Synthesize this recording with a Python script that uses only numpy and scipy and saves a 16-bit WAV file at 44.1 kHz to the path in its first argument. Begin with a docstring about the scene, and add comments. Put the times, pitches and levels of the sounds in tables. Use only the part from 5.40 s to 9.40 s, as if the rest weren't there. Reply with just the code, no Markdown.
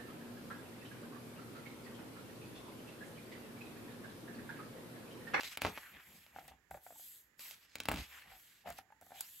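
"""A sharp snap and a rustle of stiff paper: two pages of a large book are turned on a wooden table.
Each time a finger slides under the corner, the sheet snaps and buckles as it lifts, sweeps over and lands.
Fingers tap the book, exciting damped modes, and a palm smooths the paper with stick-slip friction.
The room is small and quiet, and the book lies close to a two-port microphone."""
import sys
import numpy as np
from scipy import signal
from scipy.fft import rfft, irfft
from scipy.io import wavfile
from scipy.ndimage import uniform_filter1d

SR = 44100
rng = np.random.default_rng(int(sys.argv[2]) if len(sys.argv) > 2 else 0)


def generate_wav(sig):
    """Save sig (samples, or channels by samples) to the path in sys.argv[1] as 16-bit PCM at SR."""
    pcm = np.round(np.clip(np.atleast_2d(sig).T, -1, 1) * 32767).astype(np.int16)
    wavfile.write(sys.argv[1], SR, pcm)


N = 176400

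# the sheet snaps through: (time [s], pulse level [dB], pitch [Hz], crack level [dB], thrum level [dB])
SNAP_EVENTS = [(.0095, -28, 2150, -43.5, -78), (0.034, -29, 2280, -60.5, -79),
               (.174, -25.5, 1707, -31, -52.5), (0.2195, -22, 1410, -28.5, -42),
               (0.2498, -18.5, 900, -42.5, -34), (.2655, -29, 1900, -44, -49),
               (0.2709, -26.5, 986, -53, -41), (0.3792, -37.5, 1070, -46, -72),
               (0.865, -47.5, 1640, -67, -76), (1.9945, -39, 2720, -44, -68),
               (2.1108, -36.5, 3330, -41.5, -87), (2.3559, -30, 2130, -35, -56),
               (2.385, -42, 2380, -51, -55.5), (2.403, -23.5, 2200, -35.5, -53),
               (2.436, -41, 2410, -45, -58), (2.456, -29, 1830, -37, -48), (2.487, -17, 1060, -27, -35.5),
               (2.4936, -35, 1700, -35, -67), (2.516, -23.5, 870, -32.5, -36.5),
               (2.5207, -31, 1210, -35, -72), (2.5424, -33, 1210, -40, -35),
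               (2.5605, -33.5, 2160, -47, -49), (2.5733, -33, 1900, -53, -49),
               (2.581, -42.5, 2400, -47, -53), (3.326, -46, 2200, -47.5, -80),
               (3.809, -35.5, 2130, -24.5, -78)]
# fingers and page strike the book: (time [s], ring level [dB], pitch [Hz], tick [dB], thrum [dB])
TAP_EVENTS = [(.9612, -36, 780, -58, -57), (.9852, -35.5, 752, -63, -63), (1.081, -45.5, 763, -39.5, -83),
              (1.118, -46.5, 793, -79, -64), (1.311, -34.5, 760, -41.5, -62), (1.3425, -39, 780, -55, -86),
              (1.3475, -39.5, 595, -63, -76), (1.372, -44.5, 795, -50, -80), (1.4643, -41.5, 734, -60, -72),
              (1.5053, -43, 696, -68, -71), (1.523, -48, 680, -62, -64), (1.557, -52.5, 878, -55, -69),
              (1.595, -51.5, 730, -51, -88), (2.918, -47.5, 770, -54, -89.5), (3.259, -43, 674, -68, -63),
              (3.272, -34, 694, -64, -62), (3.2805, -40.5, 697, -67, -80), (3.291, -40, 709, -43, -78),
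              (3.304, -36, 694, -35.5, -71), (3.387, -38, 780, -38.5, -60), (3.503, -52, 810, -74, -88),
              (3.5225, -47.5, 868, -59.5, -97), (3.6136, -51.5, 684, -44.5, -74),
              (3.623, -48, 740, -63, -63), (3.666, -52.5, 744, -49, -68), (3.706, -47.5, 736, -62, -67),
              (3.7185, -40, 752, -51, -63)]
# modes of a knock on the book: (frequency ratio, level [dB], T60 [s])
KNOCK_MODES = [(1, 0, .036), (.82, -14, .02), (1.17, -16, .018), (1.9, -9.5, .016), (2.7, -14, .012)]
LEAD_IN_S, CRACKLES_PER_S = 0.004, 960


def amp(db):
    """Amplitude ratio of a level in decibels."""
    return 10 ** (np.asarray(db) / 20)


def unit_rms(x):
    """Normalisation to an rms of 1."""
    return x / np.sqrt(np.mean(x ** 2) + 1e-20)


def curve_at(points, hz):
    """Interpolation on a logarithmic frequency axis."""
    f, value = np.transpose(points)
    return np.interp(np.log(hz + 1), np.log(f), value)


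def add(mix, s, sound):
    """Superposition of a sound on the mix from time s."""
    part = mix[..., max(round(s * SR), 0):][..., :sound.shape[-1]]
    part += sound[..., :part.shape[-1]]


def colour(x, spectrum):
    """Spectral shaping, at rms 1."""
    n = x.shape[-1]
    gain = amp(curve_at(spectrum, np.fft.rfftfreq(n, 1 / SR)))
    return unit_rms(irfft(rfft(x) * gain, n))


def high_pass(x, hz, order=1):
    """Attenuation of the bass below hz."""
    return signal.sosfilt(signal.butter(order, hz, "high", fs=SR, output="sos"), x)


def resonate(x, hz, width_hz):
    """A double-pole resonance whose centre follows hz, at rms 1."""
    carrier = np.exp(2j * np.pi * np.cumsum(hz * np.ones(x.shape[-1])) / SR)
    pole = np.exp(-np.pi * width_hz / SR)
    baseband = signal.lfilter([1], np.poly([pole, pole]), x / carrier + 1e-18)
    return unit_rms((carrier * baseband).real)


def ring(modes, t, hz=1):
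    """Free vibration: damped sines from t = 0, their frequencies multiplied by hz."""
    t = np.maximum(t, 0)
    return sum(amp(db - 60 * t / t60) * np.sin(2 * np.pi * f * hz * t) for f, db, t60 in modes)


def spread(x):
    """Partial coherence: two independent signals become partly alike, as at two nearby ports."""
    # likeness of the ports: (frequency [Hz], coherence [0-1])
    port_coherence = [(100, .98), (400, .85), (1100, .65), (2400, .72), (4000, .4), (5500, .35),
                      (7200, .92), (8300, .8), (9500, .99), (10600, .8), (12000, .99), (13300, .8),
                      (14500, .99), (16000, .8)]
    n, z = x.shape[-1], rfft(x)
    coherence = curve_at(port_coherence, np.fft.rfftfreq(n, 1 / SR))
    mid = z[0] * np.sqrt((1 + coherence) / 2)
    side = z[1] * np.sqrt((1 - coherence) / 2)
    return irfft(np.array([mid + side, mid - side]), n)


def grains(per_s, spread_db):
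    """Shot noise: two independent trains of clicks of uneven size."""
    size = amp(spread_db * np.minimum(rng.exponential(1, (2, N)), 4)) * rng.choice([-1, 1], (2, N))
    return unit_rms(size * (rng.random((2, N)) < per_s / SR))


def swell(s, rise, hold, fall, db):
    """An envelope with Gaussian flanks that reaches full level at time s."""
    t = np.arange(N) / SR - s
    return amp(db) * np.exp(-(np.minimum(t, 0) / rise) ** 2 - (np.maximum(t - hold, 0) / fall) ** 2)


def background(air_db=-76.5, whir_db=-71.5):
    """Stationary noise: quiet room air, and a faint whir on the right."""
    # spectra of air and whir: (frequency [Hz], relative level [dB])
    air_spectrum = [(20, 1.5), (60, -2), (130, -6), (300, -9.5), (700, -19.5), (1300, -15), (1800, -14),
                    (2600, -44), (5000, -27), (9000, -26), (16000, -23)]
    whir_spectrum = [(200, -16.5), (1300, -15.5), (1800, -3), (2400, -13.5), (4000, -24), (6200, -26.5),
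                     (7200, -14), (7900, -48.5), (16000, -33)]
    air = amp(air_db) * spread(colour(rng.standard_normal((2, N)), air_spectrum))
    whir = amp(whir_db) * colour(rng.standard_normal(N), whir_spectrum)
    return air + np.outer([0, 1], whir)


def friction(strokes, spectrum, waver_db, grain_db, per_s, grain_share=0.33):
    """Stick-slip friction: paper fibres catch and release in fine grains under a wavering pressure."""
    envelope = np.sqrt(sum(swell(*row) ** 2 for row in strokes))
    waver = unit_rms(uniform_filter1d(uniform_filter1d(rng.standard_normal(N), size=500), size=300))
    hiss = np.sqrt(1 - grain_share) * rng.standard_normal((2, N))
    slips = np.sqrt(grain_share) * grains(per_s, grain_db)
    return spread(colour(hiss + slips, spectrum)) * envelope * amp(waver_db * waver)


def flexing(x, depth_db=2.1):
    """Spectral modulation: as the sheet changes shape, its rustle shifts colour in small patches."""
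    z = signal.stft(x, nperseg=512)[2]
    patches = uniform_filter1d(rng.standard_normal(z.shape[1:]), size=6, axis=0)
    patches = unit_rms(uniform_filter1d(patches, size=11, axis=1))
    return signal.istft(z * unit_rms(amp(depth_db * patches)), nperseg=512)[1][:, :N]


def rustle():
    """Friction noise: skin rubs paper, sheet slides on sheet, and the standing sheet sweeps across."""
    # strokes of each motion: (time [s], rise [s], hold [s], fall [s], level [dB])
    rub_strokes = [(.03, 0.016, 0.098, 0.015, -59), (.29, 0.037, 0.13, 0.13, -60.5),
                   (.71, 0.12, 0.022, 0.16, -62.5), (.98, 0.043, 0.096, 0.046, -66),
                   (1.315, 0.0043, 0.027, 0.05, -62.5), (1.46, 0.044, 0.12, .05, -60.5),
                   (1.62, 0.057, 0.057, 0.12, -54), (2.01, 0.019, 0.056, 0.076, -52),
                   (2.2, 0.036, 0.027, .04, -70.5), (2.53, 0.016, 0.085, 0.037, -60.5),
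                   (2.72, 0.078, 0.035, 0.074, -60.5), (2.98, 0.11, 0.017, 0.18, -63),
                   (3.28, 0.014, 0.08, 0.052, -64), (3.62, 0.005, 0.11, 0.049, -67),
                   (3.79, 0.038, 0.071, 0.062, -56.5), (3.94, 0.053, .08, .05, -55.5)]
    slide_strokes = [(.005, 0.0077, 0.018, 0.0074, -51), (.04, 0.0021, 0.023, 0.036, -46.5),
                     (.125, 0.023, 0.023, 0.013, -51), (.225, 0.012, 0.039, 0.047, -47.5),
                     (.36, 0.015, 0.018, 0.047, -62), (.74, 0.085, 0.042, 0.11, -68),
                     (.965, 0.015, 0.017, 0.023, -61.5), (1.083, .004, 0.0046, 0.016, -57.5),
                     (2.01, 0.013, 0.098, 0.058, -59), (2.19, 0.028, 0.057, 0.022, -66),
                     (2.33, 0.08, 0.14, 0.018, -67), (2.54, 0.043, 0.064, 0.059, -52),
                     (2.75, 0.19, 0.038, 0.061, -68.5), (3.02, 0.15, 0.16, 0.071, -69),
                     (3.28, 0.013, .02, 0.043, -63), (3.383, 0.025, 0.0027, 0.021, -58),
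                     (3.79, 0.082, 0.042, 0.067, -62)]
    sweep_strokes = [(.33, 0.019, 0.13, .09, -60), (.54, 0.032, 0.017, 0.12, -62),
                     (.92, 0.11, 0.2, 0.045, -69.5), (2.72, 0.046, 0.081, 0.054, -58),
                     (2.9, 0.069, 0.014, 0.057, -61), (3.265, 0.011, 0.024, 0.057, -58)]
    # their spectra: (frequency [Hz], relative level [dB])
    rub_spectrum = [(100, -43.5), (800, -40.5), (1800, -20), (2600, -13.5), (3400, -7.5), (4500, -11),
                    (5700, -13), (7500, -4.5), (10000, -7.5), (12500, 1.5), (14000, -7), (15400, -1),
                    (16000, -11.5)]
    slide_spectrum = [(100, -7.5), (500, -13.5), (1200, -4.5), (2400, 3.5), (3500, -0.5), (5000, -3),
                      (6500, -7.5), (9000, -9), (16000, -17)]
    sweep_spectrum = [(100, -37), (450, -25), (900, -11), (1400, -7.5), (1900, -5), (2800, -7), (4000, -17),
                      (6000, -24.5), (16000, -27)]
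    rubs = friction(rub_strokes, rub_spectrum, waver_db=0.3, grain_db=1.5, per_s=1600)
    slides = friction(slide_strokes, slide_spectrum, waver_db=2.0, grain_db=3.5, per_s=1400)
    sweeps = friction(sweep_strokes, sweep_spectrum, waver_db=1.5, grain_db=5.5, per_s=2100)
    return flexing(rubs + slides + sweeps)


def scrapes():
    """Friction along the sheet's edge drives the gliding resonance of the changing gap under it."""
    # scrapes: (time [s], duration [s], start pitch [Hz], end pitch [Hz], level [dB])
    glides = [(0.009, 0.074, 2130, 5160, -51), (0.342, 0.046, 2580, 1940, -53),
              (0.388, .13, 1970, 1520, -59.5), (2.681, 0.14, 2370, 1420, -60),
              (1.569, 0.17, 2980, 3980, -76), (3.73, 0.17, 2170, 7000, -63)]
    out = np.zeros((2, N))
    for s, length, start_hz, end_hz, db in glides:
        progress = np.arange(0, length, 1 / SR) / length
        drive = grains(per_s=8100, spread_db=4.5)[:, :len(progress)]
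        hz = start_hz * (end_hz / start_hz) ** progress
        add(out, s, amp(db) * np.sin(np.pi * progress) * resonate(drive, hz, width_hz=920))
    return spread(out)


def crack(t, width_s):
    """A broadband transient: a tiny burst of treble centred on t = 0."""
    # spectrum of the burst: (frequency [Hz], relative level [dB])
    spectrum = [(100, -38), (1000, -5.5), (3000, -18), (6000, -7.5), (9000, 1.5), (13000, -2), (16000, 4.5)]
    return colour(rng.standard_normal(len(t)), spectrum) * np.exp(-abs(t) / width_s)


def snaps(knock_hz=894, shiver_s=0.003):
    """Snap-through: one push and pull of air, with a crack running ahead, a shiver and a knock."""
    # the sheet's shiver after a 2000 Hz pulse: (frequency [Hz], relative level [dB])
    shiver_spectrum = [(100, -10), (1200, -3), (2600, 1), (5000, -13), (16000, -24)]
    out, t = np.zeros(N), np.arange(SR // 10) / SR - LEAD_IN_S
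    for s, db, hz, crack_db, _ in SNAP_EVENTS:
        u = 2 * np.pi * hz * t
        pulse = high_pass(-np.pi * u / (1 + u ** 2) ** 2, hz=350)
        scale = np.sqrt(hz / 2000)  # a higher pulse shivers brighter and louder
        shiver = colour(rng.standard_normal(len(t)), np.multiply(shiver_spectrum, [scale, 1]))
        shiver *= amp(-15.5) * scale * (t > 0) * np.exp(-abs(t) / shiver_s)
        # a deeper pulse knocks harder on the book
        knock = amp(-18.5) * (knock_hz / hz) ** 2 * ring(KNOCK_MODES, t, knock_hz)
        precursor = amp(crack_db) * crack(t + 0.0001, width_s=0.001)
        add(out, s - LEAD_IN_S, amp(db) * (pulse - knock + shiver) + precursor)
    return out


def thrums():
    """Modal ringing: a low thrum of the table and room, set off by every snap and tap."""
    # low modes of table and room: (frequency [Hz], level [dB], T60 [s])
    table_modes = [(69.7, -29, 0.74), (100.4, -9.5, 0.18), (152, -22, 0.2), (187.8, -9, 0.15),
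                   (253.8, -6.5, 0.12), (294.4, -9.5, 0.16), (428, -16, 0.24)]
    out, thrum = np.zeros(N), ring(table_modes, np.arange(SR // 3) / SR)
    for s, *_, db in SNAP_EVENTS + TAP_EVENTS:
        add(out, s, -amp(db) * thrum)
    return out


def room(x, near_db, tail_db, near_t60_s=0.031, near_delay_s=0.00009, tail_delay_s=0.004):
    """Early reflections off book and table, then the short reverberation of the room."""
    # reverberation time: (frequency [Hz], T60 [s])
    room_t60 = [(100, 0.13), (500, 0.29), (2000, 0.23), (6000, 0.13), (16000, 0.016)]
    t = np.arange(SR // 2) / SR
    near = rng.standard_normal((2, len(t))) * amp(-60 * t / near_t60_s) * (t > near_delay_s)
    hz, age, z = signal.stft(rng.standard_normal((2, len(t))) * (t > tail_delay_s), SR, nperseg=256)
    decay = amp(-60 * age / curve_at(room_t60, hz)[:, None])
    tail = signal.istft(z * decay, SR, nperseg=256)[1][:, :len(t)]
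    echoes = amp(near_db) * near / np.linalg.norm(near[0])
    echoes += amp(tail_db) * tail / np.linalg.norm(tail[0])
    return x + spread(signal.fftconvolve(x[None], echoes, axes=1)[:, :N])


def buckling(rise_s=0.0095, fall_s=0.035):
    """Buckling sheds a dying shower of small creases over the low wobble of the lifted sheet."""
    # (time [s], fade [s], crackle level [dB], wobble hold [s], wobble level [dB], bass cutoff [Hz])
    buckles = [(0.25, 0.014, -39, 0.0097, -35, 160), (.376, 0.0078, -40.5, .002, -67, 300),
               (2.493, 0.068, -52.5, 0.092, -44.5, 30)]
    # spectrum of the creases: (frequency [Hz], relative level [dB])
    spectrum = [(60, -10), (520, -4), (880, 6), (2500, 2), (4000, -11), (16000, -35)]
    t = np.arange(N) / SR
    shower = sum(amp(db) * (t > s) * np.exp(-abs(t - s) / fade) for s, fade, db, *_ in buckles)
    wobble = sum(flutter(s, rise_s, hold, fall_s, db, low_hz) for s, _, _, hold, db, low_hz in buckles)
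    creases = spread(colour(grains(CRACKLES_PER_S, spread_db=4.0), spectrum))
    return creases * shower + wobble


def flutter(s, rise, hold, fall, db, low_hz):
    """Displaced air makes a soft, low noise; a tightly bent sheet radiates less bass."""
    # spectrum of the moving air: (frequency [Hz], relative level [dB])
    spectrum = [(20, -11), (45, 8.5), (68, 10), (100, -3), (140, -2), (200, -3), (290, -9), (420, -13.5),
                (800, -13.5), (2000, -25), (16000, -61.5)]
    air = high_pass(colour(rng.standard_normal((2, N)), spectrum), low_hz, order=2)
    return spread(air) * swell(s, rise, hold, fall, db)


def flaps():
    """Air displacement by the whole sheet as it flaps."""
    # puffs of air: (time [s], rise [s], hold [s], fall [s], level [dB], bass cutoff [Hz])
    puffs = [(0.305, 0.023, 0.025, 0.07, -59.5, 118), (0.552, 0.042, 0.015, 0.035, -57.5, 113),
             (0.714, 0.054, 0.023, 0.076, -60, 130), (1.024, 0.13, 0.078, 0.083, -66, 62),
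             (1.322, 0.0206, 0.018, 0.042, -60.5, 30), (2.884, 0.033, 0.049, 0.045, -66.5, 30.2),
             (3.276, 0.021, 0.01, 0.068, -57, 50)]
    return sum(flutter(*row) for row in puffs)


def scuffs():
    """Cavity resonance: many tiny contacts keep the hollow under the settling page ringing softly."""
    # the page scuffs the book: (time [s], rise [s], hold [s], fall [s], level [dB])
    strokes = [(0.951, 0.013, 0.054, .02, -63.5), (1.041, 0.015, 0.1, 0.023, -69),
               (2.88, 0.023, 0.042, 0.053, -64.5), (3.265, 0.015, 0.029, 0.023, -51.5),
               (3.729, 0.027, 0.028, 0.05, -63)]
    hollow = resonate(grains(CRACKLES_PER_S, spread_db=4.5), hz=757, width_hz=213)
    return spread(hollow) * sum(swell(*row) for row in strokes)


def taps(scatter=0.042, rise_s=0.0017, slap_s=0.0067):
    """Impact: a tick, a papery slap and a hollow ring whose side modes vary with the place struck."""
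    out, t = np.zeros(N), np.arange(SR // 10) / SR - LEAD_IN_S
    attack = np.clip(t / rise_s, 0, 1)
    for s, db, hz, tick_db, _ in TAP_EVENTS:
        side_modes = [(ratio * rng.normal(1, scatter), level, t60)
                      for ratio, level, t60 in KNOCK_MODES[1:]]
        knock = ring([KNOCK_MODES[0], *side_modes], t, hz)
        slap = resonate(rng.standard_normal(len(t)), hz=1550, width_hz=1550)
        slap *= amp(-17) * np.exp(-abs(t) / slap_s)
        tick = amp(tick_db) * crack(t + 0.00068, width_s=0.00054)
        add(out, s - LEAD_IN_S, amp(db) * (knock + slap) * attack + tick)
    return high_pass(out, hz=305)


def scene():
    """Superposition of all sources; only the taps and snaps reverberate."""
    paper = rustle()
    knocks = room(taps(), near_db=-10, tail_db=-18)
    blows = room(snaps(), near_db=-7.5, tail_db=-13) + knocks + thrums()
    return paper + blows + buckling() + scuffs() + scrapes() + flaps() + background()


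def record(dry, low_hz=51, high_hz=15850):
    """A band-limited microphone whose two ports differ in phase and level."""
    # phase difference: (frequency [Hz], lead of the left port [rad])
    port_phase = [(100, 0), (400, .2), (1100, .55), (2200, 0), (3300, -.45), (5000, -.4), (7600, 0),
                  (8400, 1.2), (9000, 2.9), (10100, 3.4), (11000, 6.0), (12700, 6.5), (13700, 9.1),
                  (15200, 9.7), (16000, 12)]
    # level difference: (frequency [Hz], left minus right [dB])
    port_level = [(150, -0.5), (1000, 0.9), (2500, 0.5), (5200, -3.5), (7500, -0.5), (16000, 0.5)]
    hz = np.fft.rfftfreq(N, 1 / SR)
    phase, lean = curve_at(port_phase, hz), amp(curve_at(port_level, hz) / 2)
    response = np.array([lean, np.exp(-1j * phase) / lean])
    ports = irfft(rfft(high_pass(dry, low_hz, order=4)) * response, N)
    low_pass = signal.firwin(255, high_hz, window=("kaiser", 9), fs=SR)
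    return signal.oaconvolve(ports, low_pass[None], "same")


dry = scene()
out = record(dry)
generate_wav(out)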